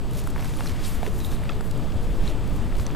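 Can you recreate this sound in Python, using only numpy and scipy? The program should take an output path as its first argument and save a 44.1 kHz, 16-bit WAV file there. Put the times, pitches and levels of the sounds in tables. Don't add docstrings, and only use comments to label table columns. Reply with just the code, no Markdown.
import sys
import numpy as np
from scipy import signal
from scipy.io import wavfile

SR = 44100
rng = np.random.default_rng(int(sys.argv[2]) if len(sys.argv) > 2 else 0)


def boost_factor(decibels):
    exponent = np.asarray(decibels, float) / 20
    return 10 ** exponent


def pcm_store(signal):
    levels = np.round(np.clip(np.atleast_2d(signal), -1, 1) * 32767)
    wavfile.write(sys.argv[1], SR, levels.astype(np.int16).T)


N = 130095


def rms_one(x):
    return x / np.sqrt(np.mean(x ** 2) + 1e-20)


def in_time(rows):
    s, value = np.transpose(rows)
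    return np.interp(np.arange(N) / SR, s, value)


def drift(rate_hz):
    hop = 40
    r = np.exp(-2 * np.pi * rate_hz * hop / SR)
    noise = rng.standard_normal(N // hop + 2002)
    slow = signal.lfilter([1], [1, -2 * r, r * r], noise)[2000:]
    return np.interp(np.arange(N) / hop, np.arange(len(slow)), rms_one(slow))


def ring(clicks, hz, t60):
    r = boost_factor(-60 / (t60 * SR))
    w = 2 * np.pi * hz / SR
    return signal.lfilter([0, np.sin(w)], [1, -2 * r * np.cos(w), r * r], clicks + 1e-18)


def bands(source, low_hz, count, per_octave=2):
    edges = low_hz * 2 ** (np.arange(count + 1) / per_octave)
    for k, (low, high) in enumerate(zip(edges, edges[1:])):
        sos = signal.butter(2, [low, high], "band", fs=SR, output="sos")
        yield np.sqrt(low * high), signal.sosfilt(sos, source[k % 2])[-N:]


def coloured(spectrum, low_hz, count, patchy_db, rate_hz):
    hz_axis, db_axis = np.transpose(spectrum)
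    together = drift(0.97)
    white = rng.standard_normal((2, N + SR))
    out = np.zeros(N)
    for hz, part in bands(white, low_hz, count):
        level = np.interp(np.log(hz), np.log(hz_axis), db_axis)
        flicker = patchy_db * (0.98 * together + drift(rate_hz))
        out += boost_factor(level + flicker) * part
    return rms_one(out)


def taps(table, crack_db):
    crack_s, contact_s = 0.0018, 0.0004
    out, span = np.zeros(N + SR), int(0.04 * SR)
    t = np.arange(span) / SR
    for s, db, hz, cycles in table:
        sos = signal.butter(3, [0.17 * hz, min(1.68 * hz, 15000)], "band", fs=SR, output="sos")
        crack = signal.sosfilt(sos, rng.standard_normal(span) * np.exp(-t / crack_s))
        tone = signal.sosfilt(sos, ring(t == 0, hz, cycles / hz))
        tap = tone + boost_factor(crack_db) * crack / np.abs(crack).max()
        tap = tap * (1 - np.exp(-t / contact_s))
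        start = int(s * SR)
        out[start:start + span] -= boost_factor(db) * tap / np.abs(tap).max()
    return out[:N]


def surf():
    # f/Hz, level per Hz/dB
    surf_colour = [(35, -4.5), (60, -5.5), (138, -5), (471, -18.5), (943, -25), (1680, -34), (3450, -36.5),
                   (6150, -46), (15200, -52)]
    # t/s, level/dB
    swell = [(0.0, -34.5), (0.7, -34.5), (2.0, -35), (2.41, -34.5), (2.7, -35), (2.95, -35)]
    roar = coloured(surf_colour, 39.5, count=18, patchy_db=1.29, rate_hz=7.9)
    return boost_factor(in_time(swell) + 3.5) * roar


def wind():
    # t/s, level/dB
    gusts = [(0.0, -31), (0.75, -29), (1.17, -27), (1.29, -26.5), (1.42, -27.5), (1.63, -28.5), (2.28, -22),
             (2.69, -29), (2.81, -22.5), (2.95, -29.5)]
    # f/Hz, level per Hz/dB
    wind_colour = [(4, 14), (8, 5), (14, 7.5), (25, 1.5), (50, -1.5), (100, -20.5)]
    rumble = coloured(wind_colour, 3.334, count=11, patchy_db=0.95, rate_hz=8.2)
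    return boost_factor(in_time(gusts) - 0.5) * rumble


def camera():
    # f/Hz, rms level/dB
    whine = [(6858, -77), (7866, -69), (8372, -76), (9119, -77), (14986, -74)]
    t = np.arange(N) / SR
    buzz_hz, width_hz, buzz_db = 7950, 500, -65
    buzz = ring(rng.standard_normal(N), buzz_hz, 1.5 / width_hz)
    out = boost_factor(buzz_db) * rms_one(buzz)
    for hz, db in whine:
        out += np.sqrt(2) * boost_factor(db) * np.sin(2 * np.pi * hz * t)
    return out


def buckle_ticks():
    # t/s, peak level/dB, f/Hz, cycles rung
    ticks = [(.111, -35, 10000, 13), (.134, -34, 8900, 12), (.187, -35, 6500, 11), (.2, -30.5, 9500, 19),
             (.239, -34, 11000, 12), (.273, -29, 11200, 18), (.301, -35, 10500, 12), (.307, -37, 7700, 23),
             (.687, -43, 5460, 20), (.445, -36, 5960, 8), (.572, -33, 10400, 40), (.66, -34, 5630, 20),
             (.673, -28, 4150, 44), (.718, -34, 4220, 15), (.84, -32, 4970, 15), (1.438, -39.5, 10800, 60),
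             (1.609, -38, 7800, 41), (1.711, -28.5, 6900, 2.6), (1.776, -36.5, 7900, 7.4),
             (1.905, -35, 3260, 18), (.588, -31.5, 3240, 17), (2.277, -25, 4000, 45),
             (2.8655, -23, 6000, 30), (1.247, -28, 3700, 42), (2.476, -37, 10000, 10),
             (2.498, -39, 10000, 10), (2.562, -38, 9900, 8), (.668, -33, 5550, 26), (2.912, -38, 5500, 10),
             (1.533, -38, 4400, 30), (1.609, -37, 4970, 25), (1.612, -43, 9600, 43),
             (1.7135, -38, 4220, 22), (.567, -36, 10500, 40)]
    return taps(ticks, crack_db=-11)


def snaps():
    # t/s, peak level/dB, centre f/Hz
    dry_snaps = [(.150, -36, 10500), (.171, -36, 12000), (.183, -32, 10500), (.1895, -31, 11000),
                 (.194, -35, 11000), (.2165, -37, 11000), (.214, -39, 4000), (.363, -46, 11000),
                 (.379, -33, 1800), (.379, -37, 9000), (.402, -30, 1390), (.408, -36, 8000),
                 (.445, -33, 11000), (.455, -36, 8000), (.456, -30, 2000), (.466, -38, 4200),
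                 (.476, -38, 5000), (.507, -33, 1800), (.537, -31, 1900), (.601, -35, 3000),
                 (.607, -29, 2580), (.636, -31, 2500), (.660, -32, 10000), (.675, -35, 10000),
                 (.686, -35, 8500), (.6945, -41, 9000), (.6945, -29, 3000), (.717, -36, 8000),
                 (1.066, -25.5, 1700), (1.0765, -32.5, 5000), (1.202, -30, 4470), (1.247, -34, 11000),
                 (1.316, -33, 4000), (2.625, -45, 1500), (2.728, -44, 6000), (2.753, -42, 6500),
                 (2.767, -37, 11000), (2.785, -35, 5000), (2.797, -35, 4000), (2.798, -44, 10000),
                 (2.829, -37, 10000), (2.562, -38.5, 5000), (1.325, -31, 1800), (2.866, -31.5, 3500)]
    cycles = 2.5
    return taps([(s, db, hz, cycles) for s, db, hz in dry_snaps], crack_db=0.5)


def sand():
    # t of peak/s, length/s, level/dB, centre f/Hz
    sprays = [(0.18, 0.086, -42.5, 10500), (0.196, 0.19, -46.5, 2280), (0.281, 0.056, -49, 10000),
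              (0.452, 0.19, -50.5, 3900), (0.57, 0.3, -46, 7160), (0.69, 0.097, -46, 5900),
              (0.764, 0.11, -54, 4000), (0.867, 0.062, -44, 4000), (0.876, 0.12, -45.5, 8600),
              (.94, 0.12, -43, 8650), (1.06, 0.087, -46, 6960), (1.184, 0.14, -45, 8600),
              (1.259, 0.04, -41, 9000), (1.336, 0.089, -42, 7850), (1.508, 0.063, -47, 3060),
              (1.658, 0.074, -48, 10000), (2.035, 0.046, -48, 9000), (2.29, 0.072, -50, 11000),
              (2.28, 0.13, -42, 2300), (0.44, 0.17, -44.5, 670), (0.868, 0.69, -42.5, 1290),
              (0.644, 0.1, -61, 2800), (1.067, 0.04, -39.5, 500), (1.6, 0.13, -45.5, 890),
              (2.505, .1, -64, 8000), (2.56, 0.057, -49.5, 8000), (2.812, 0.074, -44, 7740)]
    # t of peak/s, length/s, level/dB, centre f/Hz
    jets = [
        (0.6, 0.026, -46, 10500),
        (.682, .03, -53, 10000),
        (.852, 0.044, -39, 3800),
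        (.85, .035, -42, 7300),
        (0.878, 0.043, -41, 9000),
        (.898, 0.027, -49, 11000),
        (1.2, 0.021, -49, 12500),
        (1.256, 0.03, -47, 12600),
        (2.297, .09, -46, 2580),
    ]
    spray_octaves, jet_octaves = 0.99, 0.3
    rise_share = 0.6
    grains_per_s, grain_share, grain_spread_db = 1100, 0.55, 3.4

    sizes = boost_factor(grain_spread_db * np.minimum(rng.exponential(1, N), 5)) * rng.choice([-1, 1], N)
    landing = rng.random(N) < grains_per_s * boost_factor(4.0 * drift(40)) / SR
    grains = rms_one(sizes * landing)
    hiss = rng.standard_normal((2, N))
    source = np.sqrt(grain_share) * grains + np.sqrt(1 - grain_share) * hiss

    t = np.arange(N) / SR
    clouds = []
    for table, octaves in ((sprays, spray_octaves), (jets, jet_octaves)):
        for s, length, db, centre in table:
            side = length * np.where(t < s, rise_share, 1 - rise_share)
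            shape = 1 / np.cosh(1.75 * (t - s) / side)
            clouds.append((boost_factor(db) * shape / np.sqrt(centre / 12000), centre, octaves))

    out = np.zeros(N)
    for hz, part in bands(source, 424.7, count=21, per_octave=4):
        gain = sum(shape * np.exp(-0.5 * (np.log2(hz / centre) / octaves) ** 2)
                   for shape, centre, octaves in clouds)
        out += gain * boost_factor(1.0 * drift(38)) * part
    return out


def knocks():
    # t/s, peak level/dB, f/Hz, cycles rung
    saddle_knocks = [(.273, -26, 1350, 8.5), (.361, -23.5, 790, 1.7), (.394, -30, 1700, 3),
                     (.407, -34, 1600, 2.6), (.425, -25.5, 1590, 2), (.445, -29, 1510, 2.9),
                     (1.0305, -23, 2180, 9.5), (.595, -27, 1130, 2.5), (.607, -20, 1400, 6),
                     (.6065, -27, 450, 1.5), (1.609, -28, 900, 6), (1.0635, -29, 1300, 6),
                     (.379, -29, 1500, 2.5) , (.659, -25, 1230, 2.7), (1.030, -19.5, 745, 17),
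                     (1.064, -22.5, 2000, 18), (1.075, -22, 411, 22), (1.076, -31.5, 1810, 4.1),
                     (1.435, -26.5, 1560, 6), (1.455, -29.5, 2300, 9.7), (1.493, -25.5, 2610, 39),
                     (1.497, -25, 1310, 28), (1.519, -28.5, 1600, 6.4), (1.52, -35, 3230, 17),
                     (1.5, -40, 3400, 20), (1.608, -24.5, 1300, 9), (1.922, -33.5, 2800, 10),
                     (1.493, -27, 3410, 37), (2.724, -29.5, 1400, 11), (2.753, -35.5, 2780, 3.6),
                     (2.797, -28, 1210, 3.2), (2.903, -27.5, 1600, 3.4), (2.948, -29, 1480, 14)]
    return taps(saddle_knocks, crack_db=-6)


def thumps():
    # t/s, peak level/dB, f/Hz
    hoof_pushes = [(.345, -22, 47), (0.968, -20, 58), (1.303, -20, 20.4), (1.951, -16.5, 83),
                   (2.099, -14.5, 35.5), (2.171, -16.5, 21), (2.301, -30, 19), (2.398, -21, 33),
                   (2.511, -20, 44), (2.692, -17.5, 21), (2.77, -40, 15), (2.798, -17, 79),
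                   (0.718, -20.5, 86), (0.422, -19, 114)]
    out = np.zeros(N + SR)
    for s, db, hz in hoof_pushes:
        t = np.arange(int(1.5 * SR / hz)) / SR
        push = -np.sin(2 * np.pi * hz * t) * np.sin(np.pi * t / t[-1])
        start = int(s * SR)
        out[start:start + len(t)] += boost_factor(db) * push
    return out[:N]


def metal_rings():
    # t/s, level/dB
    chinks = [
        [(.385, -45), (.401, -41), (.404, -44), (.421, -44), (.435, -41), (.4455, -39), (.453, -47),
         (1.438, -49), (1.548, -49)],
        [(.455, -54), (.476, -46)],
        [(.408, -53), (.424, -54), (.455, -52), (.475, -53)],
    ]
    # f/Hz, time to fall 60 dB/s
    steel_rings = [
        (12550, .022),
        (14700, .04),
        (10900, .02),
    ]
    out = np.zeros(N)
    for (hz, t60), touches in zip(steel_rings, chinks):
        s, db = np.transpose(touches)
        clicks = np.zeros(N)
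        clicks[(s * SR).astype(int)] = boost_factor(db)
        out += ring(clicks, hz, t60)
    return out


def strap():
    # t/s, level/dB
    slips = [(1.203, -44), (1.212, -43), (1.219, -45), (1.228, -47), (1.236, -47), (1.254, -46),
             (1.263, -43), (1.274, -47), (1.289, -43), (1.307, -45), (1.315, -45), (1.334, -46),
             (1.344, -45), (1.361, -43)]
    squeak_hz, squeak_t60_s, catch_s = 3800, 0.016, 0.0035
    out = np.zeros(N)
    click = np.arange(SR // 20) == 0
    for s, db in slips:
        for late in (0, catch_s):
            hz = squeak_hz * (1 + 0.03 * rng.standard_normal())
            start = int((s + late) * SR)
            out[start:start + len(click)] += boost_factor(db + 2.5) * ring(click, hz, squeak_t60_s)
    return out


def scene():
    around = surf() + wind() + camera()
    hooves = sand() + thumps()
    tack = buckle_ticks() + snaps() + knocks() + metal_rings() + strap()
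    return np.tile(around + hooves + tack, (2, 1))


def top_cut(x):
    return signal.sosfilt(signal.butter(12, 15310, fs=SR, output="sos"), x)


def record(dry):
    offsets = [
        [-.0444],
        [.0409],
    ]
    hiss_db = -72
    mix = dry + boost_factor(hiss_db) * rng.standard_normal(dry.shape)
    mix = signal.sosfilt(signal.cheby2(12, 60, 15950, fs=SR, output="sos"), mix)
    mix = mix + np.array(offsets)
    return top_cut(mix)


dry = scene()
out = record(dry)
pcm_store(out)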